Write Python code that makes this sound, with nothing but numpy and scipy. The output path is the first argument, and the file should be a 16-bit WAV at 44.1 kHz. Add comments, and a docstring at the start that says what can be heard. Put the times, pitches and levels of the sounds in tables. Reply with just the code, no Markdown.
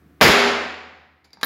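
"""Idle machines hum in a hard-walled workshop. A primer snaps and a small saluting cannon fires once:
shock wave, echoes and a low, overloaded boom, then the room's roar and a hollow ring.
The blast drives the gain control down; it stays down, ducking the hum.
Then a hand works the breech lever: a few light ticks and a steel clank."""
import sys
import numpy as np
from scipy import signal
from scipy.fft import rfft, irfft
from scipy.io import wavfile
from scipy.ndimage import uniform_filter1d

SR = 44100
rng = np.random.default_rng(int(sys.argv[2]) if len(sys.argv) > 2 else 0)


def unload_audio(sound):
    """Save the sound as a 16-bit wav file, at the path given as the first command line argument."""
    columns = np.transpose(np.atleast_2d(sound))
    # keep every value between -1 and 1, then stretch to whole-number steps
    steps = np.round(np.clip(columns, -1, 1) * 32767)
    wavfile.write(sys.argv[1], SR, steps.astype(np.int16))


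N = 63945
T = np.arange(N) / SR

# workshop reverberation (frequency [Hz], t60 [s])
ROOM_DECAY = [(60, 0.92), (150, 0.97), (400, 0.93), (800, 0.96), (2000, 0.98), (4000, 0.86), (7000, 0.73),
              (10000, 0.57), (15000, 0.28)]
# fan noise (frequency [Hz], relative density [dB])
FAN_SPECTRUM = [(20, -16), (55, -22), (150, 4.5), (300, 3.5), (420, -6.5), (600, -14), (1000, -16.5),
                (1600, -13), (3000, -24.5), (7000, -34), (8500, -34.5), (15000, -30)]
# machine hum (frequency [Hz], level [dB])
HUM_TONES = [(73.5, -56), (151, -60.5), (289, -64), (718, -74), (1154, -77.5)]

# breech knocks (time [s], block [dB], lever [dB], spring [dB], catch [dB], grit [dB], contact decay [s])
BREECH_KNOCKS = [(1.244, -55, -46, -48, -66, -47, 0.0015), (1.247, -51, -50, -36.5, -60, -42.5, 0.0086),
                 (1.306, -70, -53, -40, -72, -52, 0.0014), (1.3315, -49, -51, -31, -56.5, -44, 0.0026),
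                 (1.332, -36.5, -44, -27, -50, -36.5, 0.005), (1.4126, -46, -38, -39, -48, -26.5, 0.0034),
                 (1.4313, 0, 1, -36, -18, -11.5, 0.004), (1.4355, -28, -6.5, -18, -29, -24, 0.0035),
                 (1.4437, -14, -20, -20, -8, -25, 0.0027)]
# dull bumps of the stand (time [s], relative level [dB])
STAND_BUMPS = [(1.372, -26), (1.4127, -37)]
# modes of the breech parts and stand (frequency [Hz], relative level [dB], t60 [s])
BLOCK_MODES = [(251.1, -15.5, 0.17), (718, -14, .22), (884, -21, 0.11), (1253, 0, 0.036), (1348, -2, 0.062),
               (1615, 1.5, 0.043), (1758, -1.5, 0.083), (2207, -6, 0.052), (3170, -11, .04)]
LEVER_MODES = [(3537, -7.5, 0.026), (3915, 6, 0.025), (4260, -3, 0.021), (4370, -4.5, 0.031),
               (4630, -6, 0.018)]
SPRING_MODES = [(4750, -3, 0.038), (4700, 0.5, 0.04), (4870, -5, 0.049), (5000, -5, 0.037)]
CATCH_MODES = [(9840, -1, 0.018), (10930, 4, 0.014), (11950, 7, 0.03), (12650, -1, .008), (13600, -3, .008)]
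STAND_MODES = [(201, -4, .1), (810, -9, 0.045), (917, -2, .06), (1160, -4, .02), (1290, -9, .012),
               (1580, -6, 0.022)]
# rough steel contact (frequency [Hz], relative density [dB])
CONTACT_SPECTRUM = [(60, -24), (250, 8), (800, 5), (1300, 2), (2300, 6), (2900, -3), (3600, -1),
                    (4800, 0.5), (6000, -6), (7200, -3), (8300, -27), (10000, -6.5), (15500, -25)]

# wall and floor echoes of the shock (delay [s], gain [dB])
SHOCK_ECHOES = [(.0036, -2), (.0072, 3.5), (.026, -3.5), (.0475, -7), (.0875, -7)]
# dense first reflections off floor and machines (frequency [Hz], relative density [dB])
CRACK_SPECTRUM = [(60, -7.5), (200, 0), (500, 2.5), (1300, -1), (1900, -0.5), (3000, -8), (5000, -9),
                  (8000, -34), (11000, -25), (15500, -26)]
# low, overloaded boom of the shot (frequency [Hz], relative density [dB])
BOOM_SPECTRUM = [(20, -29), (40, -15), (65, -5.5), (120, 1), (200, 0), (400, 6), (900, -14), (3000, -34)]
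# blast in the room (frequency [Hz], relative density [dB])
ROAR_SPECTRUM = [(40, -36.5), (100, -24), (200, -5.5), (450, 0.5), (900, 0), (2100, 0.5), (3200, -5),
                 (5100, -7.5), (5900, -14.5), (7200, -14.5), (8200, -28.5), (10500, -19), (15500, -18)]
# hollow resonances swelling out of the blast (frequency [Hz], relative level [dB], t60 [s])
HOLLOW_MODES = [(242, 7.5, 0.75), (404.3, 19.5, 0.58), (571, 3.5, 0.65), (747.4, -3.5, 1.055),
                (847.5, 1.5, 0.74)]
# standing wave between the walls (frequency [Hz], level [dB], t60 [s])
WALL_MODE = [(81, -26, 2.2)]
# low thump after the shot (frequency [Hz], level [dB], t60 [s])
THUMP_MODE = [(165, 8, 0.044)]


def amp(db):
    """Decibels to gain."""
    return 10 ** (np.asarray(db) / 20)


def unit(x):
    """Scale to rms 1."""
    return x / np.sqrt(np.mean(x ** 2) + 1e-20)


def lookup(table, hz):
    """Interpolate a table over log frequency."""
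    table_hz, value = np.transpose(table)
    return np.interp(np.log(hz + 1), np.log(table_hz + 1), value)


def add(mix, start_s, sound):
    """Mix a sound in at start_s."""
    part = mix[round(start_s * SR):][:len(sound)]
    part += sound[:len(part)]


def decay(db, t60_s, hold_s=0):
    """Envelope: hold at db, then fall 60 dB per t60_s."""
    return amp(db - 60 * np.maximum(T - hold_s, 0) / t60_s)


def ramp(rise_s):
    """Linear rise to 1."""
    return np.minimum(T / rise_s, 1)


def highpass(x, hz):
    """Second-order bass roll-off."""
    return signal.sosfilt(signal.butter(2, hz, "high", fs=SR, output="sos"), x)


def noise(spectrum):
    """Steady shaped noise, rms 1."""
    gain = amp(lookup(spectrum, np.fft.rfftfreq(N, 1 / SR)))
    return unit(irfft(rfft(rng.standard_normal(N)) * gain, N))


def ring(modes):
    """Sum of damped sines."""
    return sum(decay(db, t60_s) * np.sin(2 * np.pi * hz * T) for hz, db, t60_s in modes)


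def room_tail(spectrum):
    """Noise fading at the workshop's rate in each band."""
    hz, time_s, bands = signal.stft(noise(spectrum), SR, nperseg=512)
    fade = amp(-60 * time_s / lookup(ROOM_DECAY, hz)[:, None])
    return signal.istft(bands * fade, SR, nperseg=512)[1][:N]


def machines(fan_db=-55.5):
    """Idle machines: steady hum and fan noise."""
    hum = sum(amp(db) * np.sin(2 * np.pi * (hz * T + rng.random())) for hz, db in HUM_TONES)
    return amp(fan_db) * noise(FAN_SPECTRUM) + hum


def breech(scrape_gain=0.52, blow_gain=0.79, room_db=-7.5):
    """Short rough contacts ring the steel parts; the stand bumps; the room answers."""
    out = np.zeros(N)
    parts = [ring(modes) for modes in (BLOCK_MODES, LEVER_MODES, SPRING_MODES, CATCH_MODES)]
    for start_s, *parts_db, grit_db, contact_s in BREECH_KNOCKS:
        contact = np.exp(-T / contact_s)
        force = rng.standard_normal(N) * contact
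        force *= scrape_gain / np.linalg.norm(force)
        force[0] += blow_gain
        steel = sum(amp(db) * part for db, part in zip(parts_db, parts))
        grit = amp(grit_db) * noise(CONTACT_SPECTRUM) * np.sqrt(contact)
        add(out, start_s, 0.5 * signal.fftconvolve(force, steel)[:N] + grit)
    for start_s, db in STAND_BUMPS:
        add(out, start_s, 0.5 * amp(db) * ring(STAND_MODES))
    out = highpass(out, hz=255)  # the knocks and bumps are rolled off below 255 Hz
    tail = room_tail(CONTACT_SPECTRUM) * ramp(rise_s=0.0073)
    reverb = signal.fftconvolve(out, tail / np.linalg.norm(tail))[:N]
    return out + amp(room_db) * reverb


def primer(cutoff_hz=1400):
    """The striker lands: a dull snap."""
    snap = signal.lfilter(*signal.butter(2, cutoff_hz, fs=SR), rng.standard_normal(N))
    return unit(snap) * decay(db=-29, t60_s=0.03)


def shock_wave(peak_db=12.5, positive_s=0.00067):
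    """Pressure jump, then a shallow suction."""
    return amp(peak_db) * (1 - T / positive_s) * np.exp(-T / positive_s)


def cannon(primer_s=0.2062, shot_s=0.2112, thump_s=0.296, roar_db=12):
    """Primer, shock, echoes; a low boom holds briefly, dies fast; a thump; the room roars and rings."""
    out = np.zeros(N)
    add(out, primer_s, primer())
    shock = shock_wave()
    add(out, shot_s, shock)
    for delay_s, db in SHOCK_ECHOES:
        add(out, shot_s + delay_s, amp(db) * shock)
    boom = noise(BOOM_SPECTRUM) * decay(db=3, t60_s=0.13, hold_s=0.082)
    roar = amp(roar_db) * room_tail(ROAR_SPECTRUM) * ramp(rise_s=0.012)
    crack = noise(CRACK_SPECTRUM) * decay(db=18, t60_s=0.085)
    hollow = ring(HOLLOW_MODES) * ramp(rise_s=0.25) ** 2
    add(out, shot_s, crack + boom + roar + hollow + ring(WALL_MODE))
    add(out, thump_s, ring(THUMP_MODE))
    return out


def scene():
    """All sources at one microphone, on two equal channels."""
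    return np.tile(cannon() + breech() + machines(), (2, 1))


def record(dry):
    """Bass roll-off, fast limiter, gain control without recovery, soft overload, band limit."""
    limit_from_db, limit_slope, window_s = -4.5, 0.46, 0.0091
    duck_from_db, duck_max_db = -21.5, 12.5
    ceiling, band_edge_hz = 1.4, 15950
    dry = highpass(dry, hz=44.6)
    power = abs(uniform_filter1d(dry[0] ** 2, round(window_s * SR)))
    limit_db = limit_slope * np.maximum(10 * np.log10(power + 1e-12) - limit_from_db, 0)
    held_peak_db = np.maximum.accumulate(20 * np.log10(abs(dry[0]) + 1e-9))
    duck_db = np.clip(held_peak_db - duck_from_db, 0, duck_max_db)
    out = ceiling * np.tanh(dry * amp(-limit_db - duck_db) / ceiling)
    lowpass = signal.firwin(255, band_edge_hz, window=("kaiser", 9), fs=SR)
    return signal.oaconvolve(out, lowpass[None], "same")


dry = scene()
out = record(dry)
unload_audio(out)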